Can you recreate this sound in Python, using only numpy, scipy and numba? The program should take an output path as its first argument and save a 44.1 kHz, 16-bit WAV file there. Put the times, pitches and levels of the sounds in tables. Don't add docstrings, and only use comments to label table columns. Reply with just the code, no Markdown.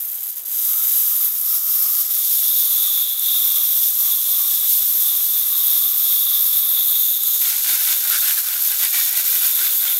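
import sys
import numpy as np
from scipy import signal
from scipy.fft import rfft, irfft, next_fast_len
from scipy.io import wavfile
from scipy.ndimage import uniform_filter1d
from numba import njit

SR = 44100
rng = np.random.default_rng(int(sys.argv[2]) if len(sys.argv) > 2 else 0)


def generate_wav(sig):
    pcm = np.round(np.clip(np.atleast_2d(sig).T, -1, 1) * 32767).astype(np.int16)
    wavfile.write(sys.argv[1], SR, pcm)


def elevation(decibels):
    levels = np.asarray(decibels, float)
    return 10 ** (levels / 20)


N = 440559


def seconds():
    return np.arange(N) / SR


def steady(hz):
    return np.full(N, float(hz))


def level(x, db):
    return x * elevation(db) / np.sqrt(np.mean(x ** 2))


def columns(table, outside=-77.0):
    s, first, *rest = np.transpose(table)
    t = seconds()
    return [np.interp(t, s, first, left=outside)] + [np.interp(t, s, c) for c in rest]


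def colour(x, points):
    size = next_fast_len(N)
    hz, db = np.transpose(points)
    octaves = np.log2(np.arange(size // 2 + 1) * SR / size + 1)
    below = np.maximum(np.log2(hz[0]) - octaves, 0)
    above = np.maximum(octaves - np.log2(hz[-1]), 0)
    gain = elevation(np.interp(octaves, np.log2(hz), db) - 13.6 * (below + above))
    return irfft(rfft(x, size) * gain, size)[:N]


@njit
def svf(x, hz, width):
    y, band, low = np.empty(len(x)), 0., 0.
    for i in range(len(x)):
        g, damping = np.tan(np.pi * hz[i] / SR), width / hz[i]
        v = (band + g * (x[i] - low)) / (1 + g * (g + damping))
        band, low, y[i] = 2 * v - band, low + 2 * g * v, damping * v
    return y


def resonate(x, hz, width):
    return svf(svf(x, hz, width), hz, width)


def walk(rate):
    k = max(int(SR / rate), 1)
    held = np.repeat(rng.standard_normal(N // 100)[:N // k + 1], k)
    return 1.37 * uniform_filter1d(uniform_filter1d(held, k), k)[:N]


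def impacts(rate, spread_db, tail_ms):
    hit = (rng.random(N) < rate / SR) / rate
    power = hit * elevation(2 * spread_db * np.minimum(rng.exponential(size=N), 5))
    burst = signal.lfilter([1], [1, -np.exp(-1000 / (tail_ms * SR))], power)
    return level(np.sqrt(burst) * rng.standard_normal(N), 0)


def ring(s, db, hz, t60):
    out, t = np.zeros(N + 2048), np.arange(2048) / SR
    for start, gain, f in zip(s, elevation(db), hz):
        i = int(start * SR)
        out[i:i + 2048] += gain * np.sin(2 * np.pi * f * t) * np.exp(-np.log(1000) * t / t60)
    return out[:N]


def humps(s, length, edge):
    t = np.arange(0, N / SR, .001)
    return .5 ** (np.abs(2 * (t - s[:, None]) / length[:, None]) ** edge)


def per_sample(curve):
    return np.interp(seconds() * 1000, np.arange(len(curve)), curve)


# hz, level_db (per Hz)
GARDEN_TONE = [(59, -59), (100, -3.5), (466, -8.5), (840, -4), (973, -11), (1260, -5.5), (2470, -10.5),
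               (5000, -4), (6500, -30), (11000, -120)]


def garden():
    return level(colour(rng.standard_normal(N), GARDEN_TONE), -52.5) * elevation(1.5 * walk(2.9))


# time_s, flow_db (on the stones), splash_db (share of duller splash), air_db (drawn into nozzle)
HOSE = [(0, -25, -13, -62), (.2, -28, -12.5, -57), (.49, -27, -10.5, -62), (.55, -21, -11.5, -51),
        (.78, -17, -10.5, -41), (1.25, -17.5, -12.5, -43.5), (1.9, -18, -11.5, -45),
        (2.2, -16.5, -10.5, -35), (2.6, -16.5, -11, -33.5), (2.9, -18, -12, -26.5), (3.5, -17, -12, -29),
        (4.6, -17.5, -11, -32), (5.4, -18, -13, -30), (6.6, -16, -14.5, -32), (6.9, -17, -14, -26.5),
        (7.5, -19, -7.5, -32), (8.5, -19.5, -9, -37.5), (9.99, -18.5, -12, -33.5)]


def hose():
    return columns(HOSE)


def weak_db():
    return np.minimum(hose()[0] + 18, 0)


# middle_s, length_s, depth_db
JET_SWINGS = [(.335, 0.052, -4.5), (0.428, 0.055, -4.5), (1.38, 0.19, -4), (1.63, 0.1, -3.5),
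              (2.065, 0.082, -2.5), (2.296, 0.16, -1.5), (2.67, 0.083, -1.5), (3.124, 0.18, -3.5),
              (3.95, 0.084, -2.5), (4.206, 0.12, -3), (5.977, 0.18, -1.5), (7.217, 0.1, -2.5),
              (7.38, 0.044, -1), (7.605, 0.14, -2.5), (7.776, .04, -2.4), (8.027, 0.14, -2),
              (8.363, 0.022, -3), (8.466, 0.12, -3), (8.572, .05, -3), (8.753, 0.066, -3.3),
              (8.886, 0.072, -3), (9.127, .06, -4.5), (9.235, 0.034, -3.1)]


def swing_db():
    s, length, db = np.transpose(JET_SWINGS)
    return per_sample(db @ humps(s, length, edge=5.5))


# hz, level_db (per Hz)
RUNOFF_TONE = [(150, -28), (300, -16), (500, -7.5), (750, -3), (1600, -2), (2200, 1.5), (2800, -3.5),
               (3300, -8.5)]


def runoff():
    patter = impacts(rate=2700.0, spread_db=4.0, tail_ms=1.8)
    runoff_db = -48.5 + 0.61 * weak_db() + 0.89 * swing_db() + 0.34 * walk(6)
    return level(colour(patter, RUNOFF_TONE), 0) * elevation(runoff_db)


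# time_s, upper_hz, lower_hz
NOZZLE_MODES = [(0, 3620, 1300), (.9, 3720, 1256), (2.2, 3570, 1230), (4, 3530, 1170), (6.6, 3550, 1190),
                (7.5, 3620, 1240), (9.99, 3580, 1190)]


def nozzle():
    upper_db, lower_db = hose()[2], -49 + 2.0 * weak_db()
    upper_hz, lower_hz = columns(NOZZLE_MODES)
    rush = impacts(rate=5000.0, spread_db=2.5, tail_ms=1.3)
    upper = resonate(rush, upper_hz, 550.0)
    upper = level(upper - svf(upper, steady(3054), 380.0), -1.4)
    upper *= elevation(upper_db + 2.0 * walk(12) + 1.0 * walk(3.1))
    lower = level(resonate(rush, lower_hz, 220.), -0.69) * elevation(lower_db + 2.0 * walk(8))
    lower *= elevation(np.interp(seconds(), [7.35, 7.5], [0, -3]))
    return (upper + lower) * elevation(1.24 * swing_db())


# start_s, peak_db, pitch_hz
PEBBLE_KNOCKS = [(7.453, -15, 3500), (7.812, -25, 2980), (8.244, -25, 1400), (8.298, -15, 3400),
                 (8.386, -23, 1650), (8.486, -17, 3490), (8.544, -26, 3190), (9.358, -19, 3040),
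                 (9.418, -22, 3000), (9.441, -33, 1500), (9.731, -20, 3300), (9.838, -24, 3390),
                 (9.881, -12, 3260), (9.963, -21, 3600)]
# start_s, peak_db, pitch_hz
WIRE_PLINKS = [
    (0.183, -30, 3200),
]


def knocks():
    s, db, hz = np.transpose(PEBBLE_KNOCKS + WIRE_PLINKS)
    return ring(s, db - 3, hz, .018)


# start_s, peak_db
LONE_DROPS = [(0.0522, -10), (0.1443, -11), (0.2316, -7), (0.268, -13), (0.3074, -16), (0.36, -11),
              (0.3756, -19), (0.4025, -13), (0.4609, -8), (0.482, -8), (0.871, 0), (1.246, 1), (1.5449, -4),
              (1.9683, -12), (2.0018, -16), (5.731, -16), (6.155, -7), (6.9115, -2), (7.5655, 1),
              (7.8149, -5), (8.1, 6), (8.2453, 0), (8.3873, -1), (8.675, 3), (8.85, 6), (8.9071, -1),
              (9.1738, 6), (9.4485, -1), (9.7088, -6), (9.8396, 4)]
# start_s, tick_db, peak_db
BIG_SPLASHES = [(0.8205, -67, -10), (1.1069, -68, -7), (1.3085, -65, -5), (1.4143, -68, -3),
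                (2.2256, -65, -12), (2.7311, -71, -5), (2.8688, -67, -11), (3.4763, -69, -10),
                (3.9067, -68, -7), (4.0284, -64, -9), (4.4864, -64, -11), (5.8012, -74, -4),
                (6.4929, -74, -23), (6.6198, -67, -6), (6.7171, -69, -9), (6.7693, -70, -12),
                (6.8439, -62, -8), (7.1005, -69, -11), (7.2282, -65, -13), (7.4079, -64, -6),
                (8.0741, -51, 3), (8.295, -58, 0), (8.4868, -66, 1.5), (8.624, -65, 3), (8.7729, -60, -5),
                (8.9881, -66, -3), (9.1326, -61, -4), (9.2443, -62, -8), (9.4204, -68, -1),
                (9.4682, -57, 5)]


def big_splashes():
    chance_s, size = rng.random(55) * (N - 1) / SR, rng.standard_normal(55)
    chance_db = hose()[0][(chance_s * SR).astype(int)] + 11 + 5.5 * size
    big_s, _, big_db = np.transpose(BIG_SPLASHES)
    lone_s, lone_db = np.transpose(LONE_DROPS)
    s = np.r_[big_s - .0002, lone_s, chance_s]
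    db = np.r_[big_db, lone_db, chance_db] - 2
    detune = rng.standard_normal((2, len(s)))
    first = ring(s, db, 13000 + 900 * detune[0], .0022)
    second = ring(s + .00025, db - 3, 10800 + 1200 * detune[1], .003)
    return svf(first + second, steady(12000), 16000.)


def overload_ticks():
    s, tick_db, _ = np.transpose(BIG_SPLASHES)
    small = impacts(rate=150., spread_db=2.5, tail_ms=.1)
    floor = level(colour(small, [(20, -4), (60, -6), (100, 2), (140, -3), (300, -20)]), -91)
    return ring(s, tick_db + 34.5, np.full(len(s), 1200.), 0.0012) + floor


# hz, level_db (per Hz)
CRACK_TONE = [(7000, -32), (8500, -22.5), (10200, -14), (11500, -5.5), (12600, 2), (13600, -1), (14600, -3),
              (15800, -10)]
# hz, level_db (per Hz)
SPLASH_TONE = [(2400, -21), (3050, -8.5), (4000, -3.5), (4800, -4), (5500, -11), (6100, -3.5), (6650, -3),
               (7500, -1), (9000, -1.5), (11000, -3.5)]
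# pitch_hz, width_hz, level_db
POCKETS = [
    (5550, 510, -12.5),
    (6670, 440, -14),
]


def spray():
    flow_db, splash_db, _ = hose()
    spray_db = flow_db + swing_db()
    jet_db = 0.5 * walk(17) + 0.66 * walk(60)
    rate = 6000 * elevation(.9 * (spray_db + 17.5))
    drops = impacts(rate=rate, spread_db=0.0, tail_ms=0.67)
    crack = level(colour(drops, CRACK_TONE), 0) * elevation(0.38 * walk(25))
    close = per_sample(humps(np.array([2.4]), np.array([0.54]), edge=3.6)[0])
    crack += 0.68 * close * svf(crack, steady(10200), 2000.)
    drops = 0.64 * drops + 0.68 * impacts(rate=0.93 * rate, spread_db=1.5, tail_ms=0.49)
    splash = level(colour(drops, SPLASH_TONE), 0.76) * elevation(0.89 * walk(10.0))
    wet_db = np.interp(seconds(), [0.86, 1.6], [-8, 1])
    for hz, width, db in POCKETS:
        centre = hz * (1 + .01 * walk(1.6))
        splash += level(svf(drops, centre, float(width)), db) * elevation(3.1 * walk(2.06) + wet_db)
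    return (crack + splash * elevation(splash_db)) * elevation(spray_db + jet_db)


# time_s, lower_hz,
# lower_depth (0-1), upper_depth (0-1)
WALL_NOTCHES = [(0, 4400, 0.6, 0), (.6, 4300, 0.9, 0.1), (2.2, 4170, 0.3, 0.2), (2.6, 4970, 0.2, 0.6),
                (3.2, 4500, 0.43, 0.25), (5, 4600, 0.37, 0.4), (6.5, 5030, 0.15, 0.4),
                (7.2, 4730, 0.46, 0.5), (7.5, 4930, 0.23, 0.25), (9.99, 4900, 0.24, 0.3)]


def wall_echo(x):
    hz, depth, upper_depth = columns(WALL_NOTCHES)
    x = x - np.clip(depth, 0, 1) * svf(x, hz, 790.0)
    return x - np.clip(upper_depth, 0, 1) * svf(x, steady(7390), 570.0)


# middle_s, length_s, grit_db, tilt_db (lower wire over upper wires), rim_db (weight on the rim)
HAND_STROKES = [(7.46, 0.21, -35.5, -11, -63), (7.708, .09, -32, -4, -61), (7.795, 0.088, -39.5, 7, -61),
                (7.894, .12, -34, -5, -58), (8.063, 0.099, -38, 6, -63), (8.139, 0.076, -32.5, 11, -62),
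                (8.256, 0.056, -34, 10, -66), (8.302, .05, -34, 3, -63), (8.386, .04, -37, 14, -67),
                (8.54, 0.14, -37.5, 8, -66), (8.713, 0.1, -38, 3, -64), (8.84, 0.063, -32, -7, -55),
                (8.985, .09, -31, -12, -55), (9.068, 0.046, -36.5, -14, -53),
                (9.156, 0.091, -33.5, -13, -54), (9.317, 0.13, -37, -9, -55), (9.46, 0.086, -33, -1, -53),
                (9.635, .1, -33.5, 3, -54), (9.728, 0.031, -45, 0, -50.5), (9.878, 0.1, -37.5, -1, -59)]
RESTING_HAND = -42.5, -52, -62, -70


def stroke_levels():
    s, length, grit, tilt, rim = np.transpose(HAND_STROKES)
    wire = -43.5 + 1.5 * (grit + 37)
    short, long = humps(s, length, edge=3.0), humps(s, 0.93 * length, edge=2.0)
    layers = [(grit, short), (wire + tilt / 2, short ** 1.5), (wire - tilt / 2, short ** 1.6), (rim, long)]
    levels = []
    for (db, shape), rest in zip(layers, RESTING_HAND):
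        power = per_sample(elevation(2 * db) @ shape) + elevation(2 * rest)
        levels.append(10 * np.log10(power))
    return levels


# hz, level_db (per Hz)
GRIT_TONE = [(300, -37), (520, -31), (700, -6), (1200, -3.5), (2500, 3), (4500, 2.5), (8000, 1.5),
             (12000, 6.5), (15000, -25)]
# pitch_hz, width_hz, level_db
SIEVE_WIRES = [
    (1493, 460, -2.5),
    (1994, 220, -11),
    (2260, 200, -9.5),
]


def rake():
    grit_db, lower_db, upper_db, rim_db = stroke_levels()
    clicks = impacts(rate=2400.0, spread_db=2.5, tail_ms=1.0) * elevation(walk(40))
    out = elevation(grit_db) * level(colour(clicks, GRIT_TONE), 8.56)
    for (hz, width, db), mode_db in zip(SIEVE_WIRES, [lower_db, upper_db, upper_db]):
        centre = hz * (1 + 0.03 * walk(7))
        out += elevation(mode_db) * level(resonate(clicks, centre, float(width)), db)
    rim = level(resonate(clicks, steady(348), 150.0), -0.88)
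    hand_down = np.interp(seconds(), [7.405, 7.415], [0, 1])
    return hand_down * (out + elevation(rim_db) * rim)


def scene():
    background = garden() + runoff() + nozzle()
    mono = background + knocks() + big_splashes() + wall_echo(spray()) + rake()
    return np.array([mono, mono])


def band_limit(x):
    return signal.sosfilt(signal.butter(12, 16690, fs=SR, output="sos"), x)


def record(dry):
    low_cut = signal.butter(4, 288, "high", fs=SR, output="sos")
    top_cut = signal.ellip(12, .2, 80, 15730, fs=SR, output="sos")
    rounded = dry / (1 + (dry / .57) ** 4) ** .25
    x = signal.sosfilt(low_cut, rounded) + overload_ticks()
    return band_limit(signal.sosfilt(top_cut, x))


dry = scene()
out = record(dry)
generate_wav(out)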